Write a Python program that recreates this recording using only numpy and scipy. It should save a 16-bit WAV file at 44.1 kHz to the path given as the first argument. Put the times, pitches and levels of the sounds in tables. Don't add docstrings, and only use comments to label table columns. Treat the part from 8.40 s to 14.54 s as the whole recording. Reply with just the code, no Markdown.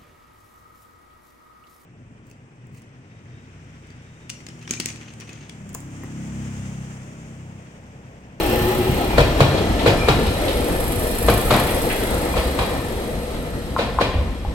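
import sys
import numpy as np
from scipy import signal
from scipy.fft import rfft, irfft, next_fast_len
from scipy.io import wavfile
from scipy.ndimage import uniform_filter1d, map_coordinates

SR = 44100
rng = np.random.default_rng(int(sys.argv[2]) if len(sys.argv) > 2 else 0)


def store_pcm(level_fs):
    pcm = np.round(np.clip(level_fs, -1, 1) * 32767).astype(np.int16)
    wavfile.write(sys.argv[1], SR, np.atleast_2d(pcm).T)


N = 270759

# frequency in Hz, t60 in seconds.
ROOF_DECAY = [(100, 1), (600, 0.82), (3000, 1), (10000, 0.31)]
# frequency in Hz, likeness of the ears from 0 to 1.
EAR_LIKENESS = [(60, 0.94), (200, 0.99), (400, 1), (650, 0.82), (1000, 1), (1400, 0.13), (1900, 0.39),
                (3200, 0.061), (6000, 0.35)]
# frequency in Hz, left over right in dB.
EAR_BALANCE = [(60, 0.5), (250, 0.5), (600, 3), (1200, 3.5), (2500, 1), (6000, -0.5)]
# frequency in Hz, the left ear's lead in radians.
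LEFT_LEAD = [(60, 0.23), (300, 0.53), (650, 1.12), (1200, 1.36), (1700, -2), (2300, -1.54), (3100, 0.5),
             (4200, -2.7), (5500, 1.3), (7000, -2)]

# frequency in Hz, relative spectral level in dB.
GROUND_RUMBLE = [(11, -25), (18, -5.5), (59, 5), (87, -0.5), (119, -3), (194, -6.5), (220, -3.5),
                 (290, -7.5), (480, -120)]
RAIL_ROAR = [(94, -42), (160, -4), (200, -5.5), (245, -4), (310, 3), (400, -1.5), (500, 1), (680, -3),
             (1000, -15), (1300, -24), (2200, -90)]
TREAD_GRIND = [(500, -10), (850, -1.5), (1130, -7.5), (1300, -3.5), (1500, -9.5), (2030, -6), (2300, -11.5),
               (2750, -13.5), (3060, -13), (3580, -13.5), (4230, -12), (4550, -18), (6130, -21),
               (7800, -21), (10100, -88), (17200, -120)]
WHEEL_DRONE = [(330, -17), (430, -1), (490, 12.5), (540, 2), (620, -1.5), (690, -5), (820, -61)]
FLANGE_SCRAPE = [(2100, -17), (2450, 11), (2800, 12.5), (3300, 9.5), (3900, -61)]
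SIZZLE_FIZZ = [(5000, -8.5), (7000, -14), (8500, 2), (10000, -5), (11400, -0.5), (12400, -12), (14000, -36)]
SIZZLE_GLINT = [(10500, -47), (12300, 3.5), (13500, 0), (15000, -1.5), (16200, -10)]
SIZZLE_SHEEN = [(10100, -46), (10800, -2), (11450, -5), (11850, -11), (12700, -48)]
IMPACT_CRACK = [(100, -22), (350, -7.5), (500, 1.5), (680, -5.5), (850, -3), (1150, -0.5), (1500, -5),
                (2600, -14), (4300, -10.5), (5300, -32.5), (6500, -23), (9000, -26.5), (12500, -29),
                (15500, -46)]
BOGIE_CLATTER = [(100, -23), (220, -4), (310, -5.5), (380, -1.5), (500, -0.5), (680, -0.5), (950, -6.5),
                 (1500, -13), (2500, -12.5), (4200, -16.5), (4700, -18), (6000, -27), (14000, -39.5)]
BALLAST_PUFF = [(25, -15), (55, -12), (130, 4), (220, 5), (400, -33.5)]

# time when nearest in seconds, then rumble, roar, grind and scrape in dB.
BOGIE_PASSES = [(-0.1, -31.5, -23, -29.5, -34), (1.25, -27.5, -23.5, -32.5, -52),
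                (1.948, -42, -25.5, -34, -45), (3.5, -32.5, -25, -31, -58)]
# centre and half-width in Hz, rolling and struck levels in dB.
WHEEL_MODES = [(1774, 32, 3.5, -1), (2413, 83, 2, 2.5), (2950, 60, -16, -10), (3310, 55, -2, -3.5),
               (3870, 67, -6, -6), (4230, 41, -2, -12.5), (4910, 55, -9, -14.5), (5420, 60, -11, -25)]
# pitch in Hz, relative level in dB, phase flutter in radians.
MOTOR_TONES = [(113, -36.5, 0.71), (226, -38, 0.83), (364, -29, .75), (832, -39.5, 1.7)]
# time in seconds, speed in turns per second.
SHAFT_SPEED = [(0, 32), (2.4, 25.5), (3.5, 27.8), (6.14, 24)]
# time when nearest in seconds, fizz and glint in dB, half-width in seconds.
SIZZLE_PASSES = [(0.17, -39.5, -39, 0.36), (3.05, -36, -41, 0.64)]

# start in seconds, level in dB, pitch in Hz.
TRACK_KNOCKS = [(3.94, -25, 1070), (5.364, -18.5, 1040), (5.587, -13.5, 1040), (6.049, -26.5, 830)]
# multiple of its pitch, level in dB, t60 in seconds.
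KNOCK_RING = [(.84, 0, 0.032), (1, 2, 0.055), (1.14, -12.5, 0.035), (1.33, -10, 0.057)]
# multiple of the pitch, relative spectral level in dB.
KNOCK_COLOUR = [(.4, -37), (.8, -2), (1.3, 15), (1.7, -30)]
RATTLE_COLOUR = [(.4, -43), (.75, -2), (1, 0), (1.3, 0), (2, -17), (3, -41)]
# start in seconds, level in dB, pitch in Hz.
FITTING_RATTLES = [(1.172, -29.5, 3060), (1.391, -27, 2830), (1.86, -29, 3030), (2.08, -25, 2880),
                   (3.143, -23, 1410), (3.195, -29, 1040), (3.28, -28, 2320), (3.499, -23, 2200),
                   (5.732, -35.5, 2420)]
GEAR_BUMPS = [(0.489, -2.5, 125), (1.874, -5, 75.6), (1.899, -11, 112), (3.98, -3, 66), (5.753, -2, 80),
              (5.785, 1.5, 68), (6.075, -5.5, 55)]

# pitch in Hz, level in dB, t60 in seconds.
BED_MODES = [(107, 5.5, 0.09), (132.2, 4, 0.16), (51, -1.5, 0.22), (194, -3, 0.1), (307, -8.5, 0.13)]
RAIL_MODES = [(456.5, 5, 0.11), (535, 3, 0.089), (593, -1.5, 0.11), (666, 2, 0.06), (1050, 5, 0.012),
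              (952, -10.5, 0.09), (1402, -12, 0.15)]
# start in seconds, level in dB, trims in dB for thud,
# rail, wheel and crack, rail pitch multiple, left-ear lag in samples, roof send in dB.
AXLE_HITS = [(0.780, -12.5, 1.5, -2.5, -2, 1.5, 1.01, 11.2, -6), (1.004, -12, 2, 1, -4, 1, 1.01, 10, -5),
             (1.461, -12.5, 2.5, -3, -2.5, -2.5, 0.99, 11, -6.5),
             (1.684, -12, 2, -2.5, -6, 0.5, 0.99, 11.4, -5), (2.884, -15, 4.5, 0.5, -6, 2, 1.06, 0.5, -5),
             (3.107, -13, 2, -6.5, -6.5, 2, 1.06, 0.5, -4.5),
             (3.965, -18, -2, -8, -4, -5.5, 1.08, 10, -1.5), (4.188, -18, -12, -10, -5, 0.5, 1.08, 10, -1),
             (5.388, -17.5, -15, -2.5, -4, -5, 1.08, 8.1, -3.5),
             (5.61, -14.5, -9, -6, -2, -1.5, 1.03, 7.3, -3.5)]
# start in seconds, level in dB against its first blow.
WHEEL_BOUNCES = [(0.802, -7), (1.475, -2.5), (2.898, -9), (3.138, -4), (3.178, -16), (5.415, -8)]

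SPEED_M_PER_S = 9.4
TRACK_M, GROUND_M = 5.14, 9.1
STATION_RUMBLE_DB = -29
SING_DB, SING_WAVER_DB = -22, 3
FIZZ_FALL_DB, GLINT_FALL_DB = 5, 2.5
GLINT_BEAM = 0.38
SAG_LEAD_S, SAG_HZ, SAG_DB = 0.0411, 63.7, 6.5
SCUFF_DB, BOUNCE_WITHIN_S = -5.5, 0.1
TOP_HZ, DULL_DB_PER_M = 16000, 0.4


def amp(db):
    return 10 ** (np.asarray(db) / 20)


def unit(x):
    return x / np.sqrt(np.mean(x ** 2) + 1e-20)


def along(points, hz):
    freqs, values = np.transpose(points)
    return np.interp(np.log(hz + 1), np.log(freqs + 1), values)


def pitched(rows, factor):
    return [(first * factor, *rest) for first, *rest in rows]


def wobble(rate):
    knots = rng.standard_normal(int(N * rate / SR) + 4)
    return map_coordinates(knots, [np.arange(N) * rate / SR])


def filtered(x, response):
    n = x.shape[-1]
    size = next_fast_len(n + 8192)
    return irfft(rfft(x, size) * response(np.fft.rfftfreq(size, 1 / SR)), size)[..., :n]


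def add(track, s, sound):
    part = track[..., round(s * SR):][..., :sound.shape[-1]]
    part += sound[..., :part.shape[-1]]


def late_left(x, lag):
    return filtered(x, lambda hz: np.exp(1j * np.pi * hz * lag / SR * np.array([[-1], [1]])))


def spread(pair, colour):
    def mid_side(hz):
        width = np.arccos(np.clip(along(EAR_LIKENESS, hz), -1, 1)) / 2
        return amp(along(colour, hz)) * [np.cos(width), np.sin(width)]
    mid, side = filtered(pair, mid_side)
    return unit(np.array([mid + side, mid - side]))


def rush(colour, patchy_db):
    spectra = signal.stft(rng.standard_normal((2, N)), nperseg=1024)[2]
    patches = uniform_filter1d(rng.standard_normal(spectra.shape[1:]), size=3, axis=0)
    patches = uniform_filter1d(patches, size=12, axis=1)
    pair = signal.istft(spectra * amp(patchy_db * unit(patches)), nperseg=1024)[1][:, :N]
    skew = lambda hz: np.exp(.5j * along(LEFT_LEAD, hz) * np.array([[1], [-1]]))
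    return filtered(spread(pair, colour), skew)


def hiss(colour):
    noise = rng.standard_normal(N) + 0.022 * rng.standard_normal((2, N))
    return unit(filtered(noise, lambda hz: amp(along(colour, hz))))


def envelope(t, attack, t60):
    return (1 - np.exp(-t / attack)) * amp(-60 * t / t60)


def ring(modes, t, attack, detune):
    hz, db, t60 = np.transpose(modes)[:, :, None]
    strength, shift, phase = rng.standard_normal((3, len(modes), 1))
    waves = np.sin(2 * np.pi * (hz * (1 + detune * shift) * t + phase))
    return np.sum(amp(db + 2 * strength) * waves * envelope(t, attack, t60), axis=0)


def burst(colour, t, attack, t60):
    return spread(rng.standard_normal((2, len(t))), colour) * envelope(t, attack, t60)


def bump(hz, t):
    return np.sin(2 * np.pi * hz * t) * envelope(t, attack=0.01, t60=0.079)


def resonance(hz, centre_hz, half_width_hz):
    return 1 / (1 + ((hz - centre_hz) / half_width_hz) ** 2)


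def passing(times, levels_db, half_width_m):
    ahead_m = SPEED_M_PER_S * (np.arange(N) / SR - np.reshape(times, (-1, 1)))
    powers = amp(np.reshape(levels_db, (-1, 1))) ** 2 / (1 + (ahead_m / half_width_m) ** 2)
    return np.sqrt(powers.sum(0))


def beam(s, db, half_width_s, fall_db):
    return amp(db - fall_db * (np.hypot(1, (np.arange(N) / SR - s) / half_width_s) - 1))


def roof(send):
    hz, t, spectra = signal.stft(rng.standard_normal((2, SR)), SR, nperseg=256)
    decay = amp(-60 * t / along(ROOF_DECAY, hz)[:, None])
    tail = signal.istft(spectra * decay, SR, nperseg=256)[1]
    tail = spread(tail, [(40, -5.5), (400, -6.0), (10000, -2.0)])
    tail = np.pad(tail / np.linalg.norm(tail[0]), ((0, 0), (round(.022 * SR), 0)))
    return signal.fftconvolve(send.mean(0)[None], tail, axes=1)[:, :N]


def rolling():
    times, rumble_db, roar_db, grind_db, _ = np.transpose(BOGIE_PASSES)
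    roughness = wobble(22.26)
    ground = np.hypot(passing(times, rumble_db, GROUND_M), amp(STATION_RUMBLE_DB))
    rumble = ground * amp(.6 + 1.7 * wobble(16)) * rush(GROUND_RUMBLE, patchy_db=1.0)
    roar = passing(times, roar_db, TRACK_M) * rush(RAIL_ROAR, patchy_db=2.0)
    grind = passing(times, grind_db, TRACK_M) * rush(TREAD_GRIND, patchy_db=1.2)
    return rumble + amp(-1.06 + 1.2 * roughness) * roar + amp(1.4 + .6 * roughness) * grind


def wheels():
    times, _, roar_db, _, scrape_db = np.transpose(BOGIE_PASSES)
    rubbing = lambda colour: amp(wobble(7.7)) * spread(rng.standard_normal((2, N)), colour)
    drone = beam(3.5, db=-32, half_width_s=2.5, fall_db=28.5) * rubbing(WHEEL_DRONE)
    scrape = passing(times, scrape_db, TRACK_M) * rubbing(FLANGE_SCRAPE)
    contact = rush(TREAD_GRIND, patchy_db=3.0)
    song = np.zeros((2, N))
    for centre, width, db, _ in WHEEL_MODES:
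        band = unit(filtered(contact, lambda hz: resonance(hz, centre, width)))
        song += amp(db + SING_WAVER_DB * wobble(7.9)) * band
    return drone + scrape + passing(times, roar_db + SING_DB, TRACK_M) * song


def motor():
    t, whine = np.arange(N) / SR, np.zeros(N)
    for hz, db, flutter_rad in MOTOR_TONES:
        flicker = unit(np.abs(1 + .75 * wobble(50)))
        whine += amp(db) * flicker * np.cos(2 * np.pi * hz * t + flutter_rad * wobble(42))
    return np.sqrt(2) * passing(times=0.32, levels_db=6.4, half_width_m=1.83) * whine


def shaft():
    fizz_gain, glint_gain = np.zeros((2, N))
    for s, fizz_db, glint_db, width in SIZZLE_PASSES:
        fizz_gain = np.hypot(fizz_gain, beam(s, fizz_db, width, FIZZ_FALL_DB))
        glint_gain = np.hypot(glint_gain, beam(s, glint_db, GLINT_BEAM * width, GLINT_FALL_DB))
    turns_per_s = np.interp(np.arange(N) / SR, *np.transpose(SHAFT_SPEED))
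    angle = 2 * np.pi * np.cumsum(turns_per_s) / SR
    turn = (angle + .12 * wobble(30)) / (2 * np.pi) % 1
    spurts = 1.6 * (1 - np.exp(-turn / 0.027)) * np.exp(-turn / 0.17) * amp(2.0 * wobble(28.25))
    nearness = (fizz_gain / fizz_gain.max()) ** 0.71
    pulse = (1 + 1.08 * nearness * spurts) * amp(0.87 * nearness * wobble(300))
    fizz = amp(0.5) * fizz_gain * hiss(SIZZLE_FIZZ)
    glint = amp(3.5) * glint_gain * hiss(SIZZLE_GLINT)
    sheen = beam(2.9, db=-39, half_width_s=0.6, fall_db=9) * hiss(SIZZLE_SHEEN)
    throb = amp(7.0) * fizz_gain * (np.sin(angle) + amp(-8.0) * np.sin(2 * angle))
    return late_left(pulse * (fizz + glint + sheen), lag=11.39) + throb


def knocks_and_rattles():
    out, t = np.zeros((2, N)), np.arange(SR // 3) / SR
    for s, db, hz in TRACK_KNOCKS:
        hollow = ring(pitched(KNOCK_RING, hz), t, attack=0.00038, detune=0.033)
        puff = burst(pitched(KNOCK_COLOUR, hz), t, attack=0.001, t60=0.12)
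        add(out, s, amp(db) * (hollow + .4 * puff))
    for s, db, hz in FITTING_RATTLES:
        add(out, s, amp(db) * burst(pitched(RATTLE_COLOUR, hz), t, attack=0.0014, t60=0.31))
    for s, db, hz in GEAR_BUMPS:
        add(out, s, amp(db) * bump(hz, t))
    return out


def wheel_ring(t, attack, t60):
    steel = lambda hz: sum(amp(db) * resonance(hz, centre, width) for centre, width, _, db in WHEEL_MODES)
    noise = rng.standard_normal(len(t)) + .5 * rng.standard_normal((2, len(t)))
    return unit(filtered(noise, steel)) * envelope(t, attack, t60)


def clack(t, thud_db, rail_db, wheel_db, crack_db, pitch, lag):
    crack = amp(crack_db + 5) * burst(IMPACT_CRACK, t, attack=0.0015, t60=0.051)
    clatter = amp(1.7) * burst(BOGIE_CLATTER, t, attack=0.0094, t60=0.24)
    rail = amp(rail_db) * ring(pitched(RAIL_MODES, pitch), t, attack=0.00099, detune=0.022)
    wheel = amp(wheel_db - 5.5) * wheel_ring(t, attack=0.0019, t60=0.28)
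    bed = amp(-3.5) * ring(BED_MODES, t, attack=0.0045, detune=0.045)
    ballast = amp(-9.0) * burst(BALLAST_PUFF, t, attack=0.0032, t60=0.13)
    blow = late_left(crack + wheel, lag) + late_left(clatter + rail, lag * 0.64)
    add(blow, 0.008, amp(thud_db) * (bed + ballast))
    return blow


def dulled(blow, s):
    gone_m = SPEED_M_PER_S * max(s - BOGIE_PASSES[-1][0], 0)
    return filtered(blow, lambda hz: amp(-DULL_DB_PER_M * gone_m * (hz / TOP_HZ) ** 2))


def rail_joints():
    direct, send = np.zeros((2, 2, N))
    t = np.arange(SR // 3) / SR
    for s, db, thud_db, rail_db, wheel_db, crack_db, pitch, lag, send_db in AXLE_HITS:
        add(direct, s - SAG_LEAD_S, amp(db + thud_db + SAG_DB) * bump(SAG_HZ, t))
        scuff = burst(BOGIE_CLATTER, t, attack=0.0004, t60=0.05)[:, ::-1]
        add(direct, s - len(t) / SR, amp(db + SCUFF_DB) * scuff)
        bounces = [(at, db + trim_db) for at, trim_db in WHEEL_BOUNCES if s < at < s + BOUNCE_WITHIN_S]
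        for at, blow_db in [(s, db)] + bounces:
            blow = amp(blow_db) * dulled(clack(t, thud_db, rail_db, wheel_db, crack_db, pitch, lag), s)
            add(direct, at, blow)
            add(send, at, amp(send_db) * blow)
    return direct, send


def scene():
    clacks, clack_send = rail_joints()
    knocks = knocks_and_rattles()
    train = rolling() + wheels() + motor() + shaft() + clacks + knocks
    echo = roof(clack_send + amp(-7.5) * knocks)
    return filtered(train + echo, lambda hz: amp(along(EAR_BALANCE, hz) * np.array([[.5], [-.5]])))


def record(dry):
    rounded = dry / (1 + np.abs(dry) ** 6) ** (1 / 6)
    return filtered(rounded, lambda hz: hz < TOP_HZ)


dry = scene()
out = record(dry)
store_pcm(out)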